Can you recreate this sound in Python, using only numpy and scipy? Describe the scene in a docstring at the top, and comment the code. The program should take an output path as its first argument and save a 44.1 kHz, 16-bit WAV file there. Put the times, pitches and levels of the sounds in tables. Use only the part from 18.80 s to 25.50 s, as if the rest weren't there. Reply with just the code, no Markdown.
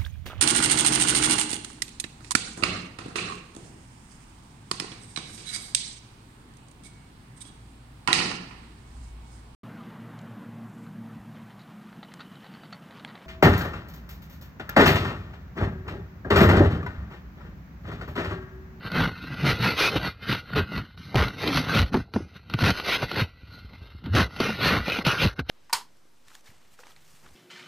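"""Dry, close rasping in short strokes: a wide steel scraper is shoved under the flaking paint of a car roof.
Random tiny fractures of grit and paint ring through filters for the steel; others make the roof panel boom.
Decaying tones thump as the edge catches, bursts of cracks are snapping chips, and gliding tones groan and screech.
The sound reaches a small recorder on the scraper through the metal, with no room echo, and overloads it.
"""
import sys
import numpy as np
from scipy import signal
from scipy.fft import rfft, irfft, next_fast_len
from scipy.io import wavfile
from scipy.ndimage import uniform_filter1d, map_coordinates

SR = 44100
rng = np.random.default_rng(int(sys.argv[2]) if len(sys.argv) > 2 else 0)


def store_wav(level_fs):
    """Save 16-bit WAV to argv[1]."""
    pcm = np.round(np.clip(np.atleast_2d(level_fs), -1, 1) * 32767)
    wavfile.write(sys.argv[1], SR, pcm.T.astype(np.int16))


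N = 295463
TIME = np.arange(N) / SR  # seconds

# colour of blade and mount: f/Hz, gain/dB
BLADE_COLOUR = [(300, 0), (800, -0.5), (1150, 2.5), (1440, 9), (1600, -4), (1720, -9), (1920, 0.5),
                (2250, -3), (2700, 0.5), (3050, 0.5), (3350, -6.5), (3700, -1), (4050, 1), (4450, 2.5),
                (4750, -4.5), (5400, -5.5), (6000, -9), (6350, -5), (7000, -30)]
# resonances of the roof panel under the blade: f/Hz, width/Hz, gain/dB
ROOF_MODES = [(77, 59, 1), (143, 100, 5), (190, 45, -17.5), (283, 91, -6), (412, 147, 1), (715, 320, -9.5)]
# shoves of the scraper: t of full force/s, rise/s, hold/s, fall/s, rasp drive/dB,
# then edge noise, fine tearing, blade ring and hollow rattle (each dB over the rasp drive),
# roof boom drive/dB, lower and upper f/Hz at which the edge bears on a node
SHOVES = [(0.061, 0.17, 0.018, 0.034, -41, -2.5, -25, -7, -4.5, -40.5, 2540, 3360),
          (0.155, 0.071, 0.087, 0.11, -29.5, -5.5, -23, -6, -3, -27.5, 2430, 5000),
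          (0.431, 0.15, 0.008, 0.19, -45.5, 0, -16, -4, -7, -41, 1720, 4700),
          (0.502, 0.069, 0.033, 0.18, -42.5, -8.5, -17, -6, -4, -37, 1720, 4950),
          (0.665, 0.1, 0.052, 0.069, -27, -2.5, -13.5, -16, -3.5, -26.5, 1046, 3270),
          (0.84, 0.1, 0.051, 0.098, -27, -0.5, -15, -27, -3, -30, 1140, 3130),
          (1.001, 0.061, 0.07, 0.058, -25.5, -1, -7.5, -33, -4.5, -43, 2810, 3080),
          (1.12, 0.11, 0.027, 0.044, -36, -1, -11, -17, 2, -37, 2630, 4570),
          (1.16, 0.012, 0.012, 0.028, -30.5, 2.5, -14, -21, 3.5, -28.5, 2160, 5060),
          (1.241, 0.22, 0.039, 0.048, -35, -1, -16.5, -15, -2, -35.5, 2570, 5040),
          (1.433, 0.078, 0.059, 0.024, -48.5, -1.5, -17, -1, -2.5, -48, 930, 5170),
          (1.496, 0.042, 0.045, 0.082, -32, 0, -13, -4, -5.5, -32.5, 970, 5400),
          (1.687, 0.057, 0.042, 0.046, -57.5, -1, -18, -20, 1, -50, 2630, 3320),
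          (1.767, 0.076, 0.029, 0.076, -30.5, -2, -33, -4, -2.5, -28, 2350, 5330),
          (1.956, 0.17, 0.037, 0.091, -40, -3, -20, -5, -5.5, -34.5, 2400, 3380),
          (2.168, 0.009, 0.48, 0.094, -57, 3.5, -4.5, -9, -9, -47.5, 2520, 4650),
          (2.378, 0.064, 0.046, 0.11, -26.5, -6, -15, -27, -3.5, -29, 2490, 4800),
          (2.63, 0.1, 0.074, 0.4, -34.5, 0, -10, -28, 1, -38, 1480, 2900),
          (2.676, 0.0085, 0.0056, 0.01, -31.5, 7, -20, -24, -6, -33, 1850, 2890),
          (2.771, 0.13, 0.018, 0.072, -34, 0.5, -5, -18, -8, -26.5, 2820, 4750),
          (2.891, 0.12, 0.067, 0.11, -35, -4.5, -14, -5, -5, -34, 1740, 5060),
          (2.957, 0.057, 0.059, 0.045, -28.5, 1.5, -14, -11, 0.5, -24, 1690, 5030),
          (3.134, 0.054, 0.06, 0.051, -38.5, -7.5, -11.5, -13, -2.5, -31, 2220, 2950),
          (3.353, 0.027, 0.0024, 0.12, -38.5, -7, -4.5, -8, 0, -33.5, 1840, 5190),
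          (3.563, 0.063, 0.003, 0.045, -52.5, 1, -13, -1, -4, -50, 2370, 4430),
          (3.708, 0.081, 0.036, 0.06, -50.5, 2.5, -18, -3, -5, -44, 2240, 4740),
          (3.834, 0.062, 0.071, 0.043, -24.5, -2.5, -11.5, -19, -5.5, -25, 1245, 3640),
          (3.98, 0.13, 0.01, 0.1, -41, 4.5, -5, 1.5, -1, -60, 1730, 3320),
          (4.089, 0.086, 0.0062, 0.042, -30, 2, -7, -16, -1, -40, 1680, 3940),
          (4.122, 0.033, 0.029, 0.091, -30.5, -3.5, -13, -29, -4.5, -46, 1270, 4500),
          (4.233, 0.11, 0.0045, 0.036, -34.5, -0.5, -11, -24.5, 0.5, -32.5, 1950, 3050),
          (4.394, 0.14, 0.021, 0.047, -28.5, -0.5, -14.5, -20, -2, -32, 1200, 5200),
          (4.749, 0.2, 0.013, 0.19, -54.5, 4.5, -10.5, -1, -4, -51.5, 2540, 3400),
          (4.939, 0.13, 0.013, 0.05, -54.5, -3, -15, -21, -0.5, -51, 1660, 2870),
          (5.012, 0.077, 0.024, 0.35, -59.5, 1.5, -12, -19, -0.5, -64, 1750, 4800),
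          (5.267, 0.052, 0.003, 0.15, -47, -4.5, -36, -10, -1.5, -33.5, 2240, 5050),
          (5.353, 0.022, 0.057, 0.064, -22, -4, -13.5, -12, -4, -24.5, 2260, 4870),
          (5.625, 0.12, 0.082, 0.095, -32, -5.5, -11, -15, -6, -36, 860, 4260),
          (5.847, 0.12, 0.043, 0.072, -26.5, 1.5, -18, -14, -3, -29, 1590, 3070),
          (5.905, 0.036, 0.066, 0.1, -27, -6, -18, -29, -5, -29.5, 2580, 5230),
          (6.073, 0.037, 0.1, 0.22, -35.5, -2.5, -11.5, -29, -2, -42, 2550, 3100),
          (6.26, 0.004, 0.076, 0.19, -31, -7.5, -10, -3.5, -5, -41, 2050, 3140),
          (6.421, 0.048, 0.05, 0.025, -29, 1, -14, -20, -0.5, -26, 2270, 3240),
          (6.597, 0.015, 0.0048, 0.025, -41, -11, -22, 10, 4, -30, 1010, 4890),
          (6.699, 0.007, 0.01, 0.03, -28, 8.5, -3, -11, 2, -31, 1140, 5400)]
# paint chips snap and the steel edge clacks down: t/s, drive/dB, roof knock over the crack drive/dB
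CHIPS = [(0.118, -18.5, -26), (0.276, -17.5, -21), (0.5064, -46, -10), (0.542, -23.5, -23),
         (0.611, -28, -15), (1.159, -12, 7), (1.526, -6.5, -13), (1.548, -11.5, -18), (1.7615, -15, -9),
         (1.919, -26.5, 1), (1.978, -15.5, -7), (2.176, -30, -36), (2.345, -17, 6), (2.355, 4.5, 2.5),
         (2.483, -16.5, -11), (2.75, -11.5, -13), (2.772, 4.5, -27), (2.8843, -31, -14), (3.134, -20, -30),
         (3.143, -9, 16.5), (3.17, -27, 10), (3.338, -17.5, -26), (3.36, -23, 13), (3.6991, -21.5, -15),
         (3.7383, -8, -32), (3.7895, -11.5, -30), (3.809, -15, -21), (3.978, -22.5, -23), (3.987, -22, -14),
         (3.9988, -11.5, -32), (4.2263, -23.5, 15), (4.3153, -13, -10), (4.77, -48, -20),
         (4.933, -34.5, -11), (5.241, -31, -24), (5.26, -24, -19), (5.3508, 10, -4.5), (5.563, -20, -28),
         (5.577, -33, -17), (5.602, -0.5, 0.5), (5.664, -26, 2), (5.693, -24, 10), (5.809, -22.5, 8.5),
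         (6.0812, -13, 2), (6.099, -10, -17), (6.188, -17, -1), (6.2503, -7.5, -27), (6.2653, 11, -15),
         (6.2807, -1.5, -13), (6.5922, -13.5, -1), (6.6975, 2, 2)]


def from_db(db):
    """Turn decibels into a gain."""
    return 10 ** (np.asarray(db) / 20)


def rms_one(x):
    """Scale to an rms level of one."""
    return x / np.sqrt(np.mean(x ** 2) + 1e-20)


def band(x, edges_hz, kind="band", order=3):
    """Keep one range of frequencies with a Butterworth filter."""
    sections = signal.butter(order, edges_hz, kind, fs=SR, output="sos")
    return signal.sosfilt(sections, x + 1e-18)


def drift(rate_hz):
    """Smooth random wandering with a spread of one: noise without its fast part."""
    noise = rng.standard_normal(N + SR)
    # the first second is dropped so that the filter has settled
    return rms_one(band(noise, rate_hz, "low", order=2)[SR:])


def two_poles(hz, r):
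    """Feedback of a resonance: the nearer r is to one, the longer it rings."""
    return [1, -2 * r * np.cos(2 * np.pi * hz / SR), r * r]


def resonate(x, modes):
    """Let a sound excite several resonances side by side, each with its own gain."""
    out = np.zeros(N)
    for hz, width_hz, db in modes:
        r = np.exp(-np.pi * width_hz / SR)
        ring = signal.lfilter([1, 0, -1], two_poles(hz, r), x + 1e-18)
        out += from_db(db) * (1 - r * r) / 2 * ring
    return out


def steady(x, window_s):
    """Even out the slow level and keep the fast grain."""
    power = uniform_filter1d(x * x, int(window_s * SR))
    return x / np.sqrt(power + 1e-12)


def register(x, edges_hz, window_s):
    """One range of a sound at a steady level, filtered both ways so that it is not delayed."""
    sections = signal.butter(3, edges_hz, "band", fs=SR, output="sos")
    return steady(signal.sosfiltfilt(sections, x), window_s)


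def coloured(x, spectrum):
    """Give a sound a colour listed as f/Hz, gain/dB, joined smoothly over pitch."""
    hz, db = np.transpose(spectrum)
    size = next_fast_len(N + SR // 10)
    log_hz = np.log(np.fft.rfftfreq(size, 1 / SR) + 1)
    gain = from_db(np.interp(log_hz, np.log(hz), db))
    return irfft(rfft(x, size) * gain, size)[:N]


def burst(s, db, t60):
    """An envelope that leaps up at s and dies away by 60 dB in t60 seconds: (slice, gain)."""
    at = int(s * SR)
    t = TIME[:min(SR // 5, N - at)]
    return slice(at, at + len(t)), from_db(db - 60 * t / max(t60, 0.003))


def swell(start, end):
    """A rounded arch from start to end."""
    arch = 4 * (TIME - start) * (end - TIME) / (end - start) ** 2
    return np.sqrt(np.clip(arch, 0, 1))


def grit(per_s, spread_db):
    """Tiny fractures are single clicks at random moments, a few much larger than the rest."""
    sizes = from_db(spread_db * np.minimum(rng.exponential(1, N), 5)) * rng.choice([-1, 1], N)
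    return rms_one(sizes * (rng.random(N) < per_s / SR))


def background():
    """A faint, dull noise floor."""
    # colour of the noise floor: f/Hz, relative level/dB per Hz
    floor_colour = [(18, -33), (30, 6), (96, 29), (1060, -36), (1270, -8), (1360, 10), (2730, -57),
                    (3340, -31), (4090, 4.5), (6400, -46), (8320, -61), (14100, -120)]
    noise = coloured(rng.standard_normal(N), floor_colour)
    return from_db(-54.5) * rms_one(band(noise, 35, "high"))


def force(s, rise, hold, fall):
    """A shove builds, holds and lets go: (slice, gain)."""
    swing_db = 21.5  # gained over the rise time and lost over the fall time
    curve = 0.88     # below 1: the level changes fastest near full force
    span = slice(max(int((s - 3 * abs(rise)) * SR), 0), int((s + hold + 3 * abs(fall)) * SR))
    t = TIME[span]
    before = np.maximum(s - t, 0) / max(rise, 0.005)
    after = np.maximum(t - s - hold, 0) / max(fall, 0.005)
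    return span, from_db(-swing_db * (before + after) ** curve)


def shoves():
    """The shoves add up in power to the gains of rasp, edge noise, tearing, ring, rattle and boom."""
    rest_db = [-65.5, -66, -83, -83, -68, -65.5]  # the same six between shoves
    power = np.outer(from_db(rest_db) ** 2, np.ones(N))
    for s, rise, hold, fall, rasp_db, *colour_db, boom_db, _, _ in SHOVES:
        span, gain = force(s, rise, hold, fall)
        peak_db = [rasp_db, *np.add(rasp_db, colour_db), boom_db]
        power[:, span] += np.outer(from_db(peak_db), gain) ** 2
    return np.sqrt(power)


def ringing(x, travel, turns=11.0, count=40):
    """The steel rings in many close modes; each waxes and wanes as the edge travels over its nodes."""
    # sharp, lightly damped modes of the steel: f/Hz, width/Hz, gain/dB
    sharp_modes = [(1465, 50, 0), (2133, 24, 9), (2574, 28, 10), (2911, 24, 9), (3359, 16, 16),
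                   (3798, 24, 12), (5048, 14, 16), (5764, 26, 11), (6172, 30, 11)]
    chance = rng.random((count + len(sharp_modes), 3))
    # a crowd of thin-sheet modes, spread at random between two limits in Hz
    places = np.interp(np.arange(count) + chance[:count, 0], [0, count], [1495.6, 6430])
    sheet_width_hz, sheet_db = 11.2, 14.5
    modes = [(hz, sheet_width_hz, sheet_db) for hz in places] + list(sharp_modes)
    out = np.zeros(N)
    for mode, (_, phase, pace) in zip(modes, chance):
        cycles = phase + (0.5 + pace) * turns * travel
        coupling = np.sin((2 * np.pi * cycles).astype(np.float32))
        out += resonate(x * coupling, [mode])
    return out


def bent(x):
    """The changing load bends the blade, so all its modes glide together."""
    bend, rate_hz = 0.003, 1.2  # rough share of detuning; fastest wandering
    shift = bend * SR / (2 * np.pi * rate_hz) * drift(rate_hz)
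    # reading the sound a little early or late raises or lowers its pitch
    return map_coordinates(x, [np.arange(N) + shift], order=3, mode="mirror")


def nodes(x, rasp_gain):
    """Modes with a node under the edge are weakened: each shove leaves two hollows in the sound."""
    width_hz, depth = 175, 0.77  # depth: largest share subtracted
    out = x.copy()
    for s, rise, hold, fall, rasp_db, *_, lower_hz, upper_hz in SHOVES:
        span, gain = force(s, rise, hold, fall)
        share = (from_db(rasp_db) * gain / rasp_gain[span]) ** 2  # this shove's part of the power
        for hz in (lower_hz, upper_hz):
            edges_hz = [hz - width_hz / 2, hz + width_hz / 2]
            dead = signal.butter(2, edges_hz, "band", fs=SR, output="sos")
            out[span] -= depth * share * signal.sosfiltfilt(dead, x[span])
    return out


def tears():
    """Paint of uneven thickness tears with quick surges."""
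    return from_db(0.88 * drift(rate_hz=30))


def flaking():
    """Small flakes break off at random under the edge; each lifts the scrape's level for an instant."""
    per_s, smallest_db, spread_db, t60_s = 95, -22, 3.5, 0.01  # dB relative to the scrape
    sizes = from_db(smallest_db + spread_db * np.minimum(rng.exponential(1, N), 2))
    breaks = sizes * (rng.random(N) < per_s / SR)
    fade_per_sample = from_db(-60 / (t60_s * SR))
    return signal.lfilter([1], [1, -fade_per_sample], breaks + 1e-18)


def scraping(judder, rasp_gain, edge_gain, tearing_gain, ring_gain):
    """Crumbling paint rasps through the blade; a harder push moves it faster and broadens the sound."""
    # main resonance of the blade: f/Hz, width/Hz, gain/dB
    main_mode = [(1434, 76, 0)]
    travel = np.cumsum(rasp_gain ** 0.61)
    crumbs = grit(per_s=4000, spread_db=4.0) * from_db(2.0 * judder)
    # pressing hard damps the blade's own ring and lets the raw, broad crackle through
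    press = np.minimum(rasp_gain / from_db(-27), 1) ** 0.98  # 1 is a full push
    ring_left = 1 - 0.39 * press
    waves = from_db(-3) * crumbs + ring_left * bent(ringing(crumbs, travel / travel[-1]))
    raw = press * band(crumbs, 3420, "low", order=1)
    steel = nodes(coloured(waves, BLADE_COLOUR) + raw, rasp_gain)
    rasp = register(steel, [880, 2280], window_s=0.033)
    edge = register(steel, [2280, 4650], window_s=0.015)
    tearing = register(steel, [4650, 6700], window_s=0.03)
    ring = steady(resonate(waves, main_mode), window_s=0.071)
    # a lightly held blade rubs unevenly
    hand = from_db(2.43 * (1 - press) * drift(rate_hz=14))
    drag = rasp_gain * rasp * tears()
    drag += (edge_gain * edge + tearing_gain * tearing) * tears()
    drag += ring_gain * ring
    return hand * drag * (1 + flaking()) + screeches(waves)


def booming(judder, rattle_gain, boom_gain):
    """The uneven drag of the edge shakes the roof panel, which flexes deeply where it is least stiff."""
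    panel = resonate(grit(per_s=1500, spread_db=2.5) * from_db(1.94 * judder), ROOF_MODES)
    flex = steady(band(panel, [42, 100]), window_s=0.19)
    boom = steady(band(panel, [100, 280]), window_s=0.095)
    rattle = steady(band(panel, [280, 900]), window_s=0.24)
    # the deep flexing trails the boom by 16 ms and never quite stops
    late_gain = np.interp(TIME - 0.016, TIME, boom_gain)
    flex_gain = np.hypot(from_db(-5) * late_gain, from_db(-52))
    return from_db(2.3) * boom_gain * boom + flex_gain * flex + rattle_gain * rattle


def snaps(crack_db=-13.5, knock_db=-9, soft_hz=4700):
    """A chip splits with one sharp crack, then crumbles; the cracks ring the blade and knock on the roof."""
    crumble_t60_s, split_t60_s, split_db = 0.04, 0.0085, -7.5
    on_blade, on_roof = np.zeros((2, N))
    for s, db, roof_db in CHIPS:
        span, crumble = burst(s, db, crumble_t60_s)
        _, split = burst(s, db + split_db, split_t60_s)
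        on_blade[span] += crumble + split
        on_roof[span] += crumble * from_db(roof_db)
    cracks = rng.choice([-1., 1.], N)
    soft_cracks = band(coloured(cracks, BLADE_COLOUR), soft_hz, "low", order=8)
    blade = on_blade * steady(soft_cracks, window_s=0.0027)
    # only the roof's higher modes take part
    roof = on_roof * steady(resonate(cracks, ROOF_MODES[2:]), window_s=0.008)
    return from_db(crack_db) * blade + from_db(knock_db) * band(roof, 940, "low", order=2)


def knocks():
    """The edge clacks down and the roof answers with a hollow ring of fading tones."""
    # ring of a knock on the roof: f/Hz, level over the knock drive/dB, time to fade by 60 dB/s
    hollow_tones = [(262, -22.5, .06), (367, -22, 0.07), (594, -27, 0.042), (790, -34, 0.023)]
    out = np.zeros(N)
    for s, db, roof_db in CHIPS:
        for hz, mode_db, t60 in hollow_tones:
            span, fade = burst(s, db + roof_db + mode_db, t60)
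            out[span] += fade * np.sin(2 * np.pi * hz * TIME[:len(fade)])
    return out


def groans(judder, waver=0.03):
    """The edge sticks and slips in rhythm: regular slips make a short, wavering tone."""
    # groans of the roof: start t/s, end t/s, first f/Hz, last f/Hz, level/dB
    slips = [(0.164, 0.262, 190, 176, -25), (0.273, 0.284, 170, 157, -20), (0.623, 0.685, 149.7, 121, -22),
             (0.796, 0.881, 117.7, 128, -20.5), (1.731, 1.78, 135, 157, -23), (1.98, 2.025, 110, 110, -31),
             (2.372, 2.43, 85.6, 78, -13.5), (2.425, 2.489, 125, 112, -28.5),
             (3.007, 3.05, 115.3, 64.5, -14.5), (1.756, 1.811, 445, 390, -21.5),
             (1.773, 1.842, 84.8, 95, -21.5), (2.635, 2.65, 395, 350, -30), (2.662, 2.74, 308, 269, -25.5),
             (2.755, 2.825, 268, 254, -25.5), (2.872, 2.962, 141.3, 216, -26),
             (3.404, 3.413, 370, 320, -29), (5.298, 5.37, 85, 109, -19), (5.65, 5.667, 438, 470, -25.5),
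             (5.67, 5.752, 235, 206, -31.5)]
    out = np.zeros(N)
    wobble = 1 + waver * judder
    for start, end, first_hz, last_hz, db in slips:
        pitch_hz = np.interp(TIME, [start, end], [first_hz, last_hz]) * wobble
        cycles = np.cumsum(pitch_hz) / SR
        out += from_db(db) * swell(start, end) * np.sin(2 * np.pi * cycles)
    return out


def jolts(sag=0.37, settle_s=0.015, overtone=1.822, overtone_db=-6, overtone_t60=0.049):
    """Each catch sets the panel swinging with one quick overtone; the pitch sinks as the dent relaxes."""
    # the edge catches and jolts the roof: t/s, level/dB, middle f/Hz of the sinking pitch
    catches = [(0.637, -12, 150), (0.807, -22, 133), (1.159, -20, 206), (1.167, -24, 74.4),
               (1.493, -13.5, 146), (1.765, -27, 123), (2.353, 0, 127.4), (2.382, -10, 83.6),
               (2.758, -27, 198), (2.777, -29, 183), (2.998, -9, 81), (3.142, 5.5, 212.5),
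               (3.169, -15, 205), (3.185, -33, 144), (3.361, -3.5, 205), (3.423, -28, 105),
               (3.743, -12, 126), (3.827, -3, 114), (4.417, -10.5, 116), (4.633, -36, 86),
               (4.847, -34, 81.4), (5.018, -35, 77.6), (5.149, -33.5, 87), (5.258, -28, 103),
               (5.346, 1, 112.3), (5.413, -10, 96.2), (5.606, -9, 212), (5.693, -26, 253),
               (6.004, -25.5, 80), (6.187, -17, 196), (6.269, -3, 152.3), (6.45, -5, 125),
               (6.463, -20.5, 76.6), (6.605, -25, 90)]
    low_t60_s, low_hz, damping_slope = 0.17, 83.5, 1.5  # jolts above low_hz die sooner
    attack_s = 0.0018
    out = np.zeros(N)
    for s, db, hz in catches:
        span, fade = burst(s, db, low_t60_s * min(low_hz / hz, 1) ** damping_slope)
        t = TIME[:len(fade)]
        # from a share sag above the middle pitch to the same share below
        pitch_hz = hz * (1 + sag * (2 * np.exp(-t / settle_s) - 1))
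        phase = 2 * np.pi * np.cumsum(pitch_hz) / SR
        overtone_fade = from_db(db + overtone_db - 60 * t / overtone_t60)
        swing = fade * np.sin(phase) + overtone_fade * np.sin(overtone * phase)
        out[span] += swing * np.minimum(t / attack_s, 1)
    return out


def screeches(drive, size=64):
    """The edge skids and screeches: the scraping drives one gliding resonance."""
    # screeches: start t/s, end t/s, first f/Hz, last f/Hz, width/Hz, level/dB
    skids = [(0.67, 0.723, 1900, 2250, 600, -34.5), (0.834, 0.883, 736, 1030, 440, -31),
             (0.967, 1.1, 2530, 2470, 500, -27.5), (1.772, 1.821, 1420, 1450, 160, -43),
             (2.346, 2.406, 450, 1580, 490, -34), (2.394, 2.448, 1230, 2300, 450, -40),
             (2.872, 3.013, 1440, 1450, 246, -40), (4.09, 4.177, 2100, 3160, 1000, -29),
             (5.368, 5.4, 1430, 1450, 250, -27), (5.59, 5.733, 2640, 2470, 497, -37.5),
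             (5.825, 5.937, 1720, 1400, 450, -31.5), (6.057, 6.2, 2530, 2540, 300, -31.5),
             (6.246, 6.332, 2710, 2490, 330, -28.5), (6.262, 6.296, 1380, 1350, 140, -26),
             (6.38, 6.461, 2350, 2700, 600, -29)]
    out = np.zeros(N)
    for start, end, first_hz, last_hz, width_hz, db in skids:
        r = np.exp(-np.pi * width_hz / SR)
        state, tone = np.zeros(2), np.zeros(N)
        first, last = int(start * SR), int(end * SR)
        # retune every few samples; the state carries the ring across
        for i in range(first, last, size):
            poles = two_poles(np.interp(i, [first, last], [first_hz, last_hz]), r)
            piece = drive[i:i + size]
            tone[i:i + size], state = signal.lfilter([1, 0, -1], poles, piece, zi=state)
        skid = slice(first, last)
        out[skid] += from_db(db) * swell(start, end)[skid] * rms_one(tone[skid])
    return out


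def lifting():
    """The edge lifts off the paint for a moment and the blade's sound dips."""
    # lifts of the edge: middle t/s, length/s, depth/dB
    dips = [(1.746, 0.0077, -14), (2.168, 0.015, -14), (3.113, 0.026, -15), (3.319, 0.15, -14),
            (5.586, 0.0095, -4), (5.487, 0.025, -12), (6.237, 0.018, -13.5), (6.551, 0.014, -34),
            (6.634, 0.036, -19)]
    return from_db(sum(db * np.exp(-(2 * (TIME - s) / length) ** 2) for s, length, db in dips))


def scene():
    """One stick-slip judder drives blade and roof; all the layers are then added up."""
    judder = drift(rate_hz=58.0)
    *blade_gains, rattle_gain, boom_gain = shoves()
    blade = lifting() * scraping(judder, *blade_gains)
    roof = booming(judder, rattle_gain, boom_gain)
    drag = blade + roof
    # loud scraping is boosted further, by up to 4.6 dB, so it drives the recorder harder into overload
    loudness = np.minimum(uniform_filter1d(drag ** 2, SR // 30) / from_db(-18.0) ** 2, 1)
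    boosted = drag * from_db(4.6 * loudness)
    mono = background() + boosted + snaps() + knocks() + groans(judder) + jolts()
    return np.stack([mono, mono])


def record(dry, top=0.16, hardness=5.7, leak_db=-10):
    """The input overloads; slow samples joined by straight lines mirror a narrow band into the treble."""
    rate_hz, top_hz, cutoff_hz = 16000, 6340, 15650
    clipped = dry / (1 + np.abs(dry / top) ** hardness) ** (1 / hardness)
    narrow_filter = signal.ellip(8, 0.1, 60, top_hz, fs=SR, output="sos")
    passed = signal.sosfiltfilt(narrow_filter, clipped)
    # some of what lies above the narrow band leaks through
    leak = from_db(leak_db) * band(clipped - passed, rate_hz / 2, "low")
    narrow = band(passed + leak, 3.1, "high", order=1)
    ticks = np.arange(0, N, SR / rate_hz)
    samples = [map_coordinates(channel, [ticks], order=3) for channel in narrow]
    joined = np.array([np.interp(np.arange(N), ticks, values) for values in samples])
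    # the treble flickers faintly between left and right, more so the higher it lies
    treble = band(joined[0], 5620, "high", order=10)
    loose = from_db(-65.5) * joined[0] + from_db(-10.0) * treble
    loose += from_db(-20.0) * band(treble, 9160, "high")
    out = joined + loose * drift(rate_hz=450) * [[1], [-1]]
    return signal.sosfilt(signal.ellip(10, 0.1, 80, cutoff_hz, fs=SR, output="sos"), out)


dry = scene()
out = record(dry)
store_wav(out)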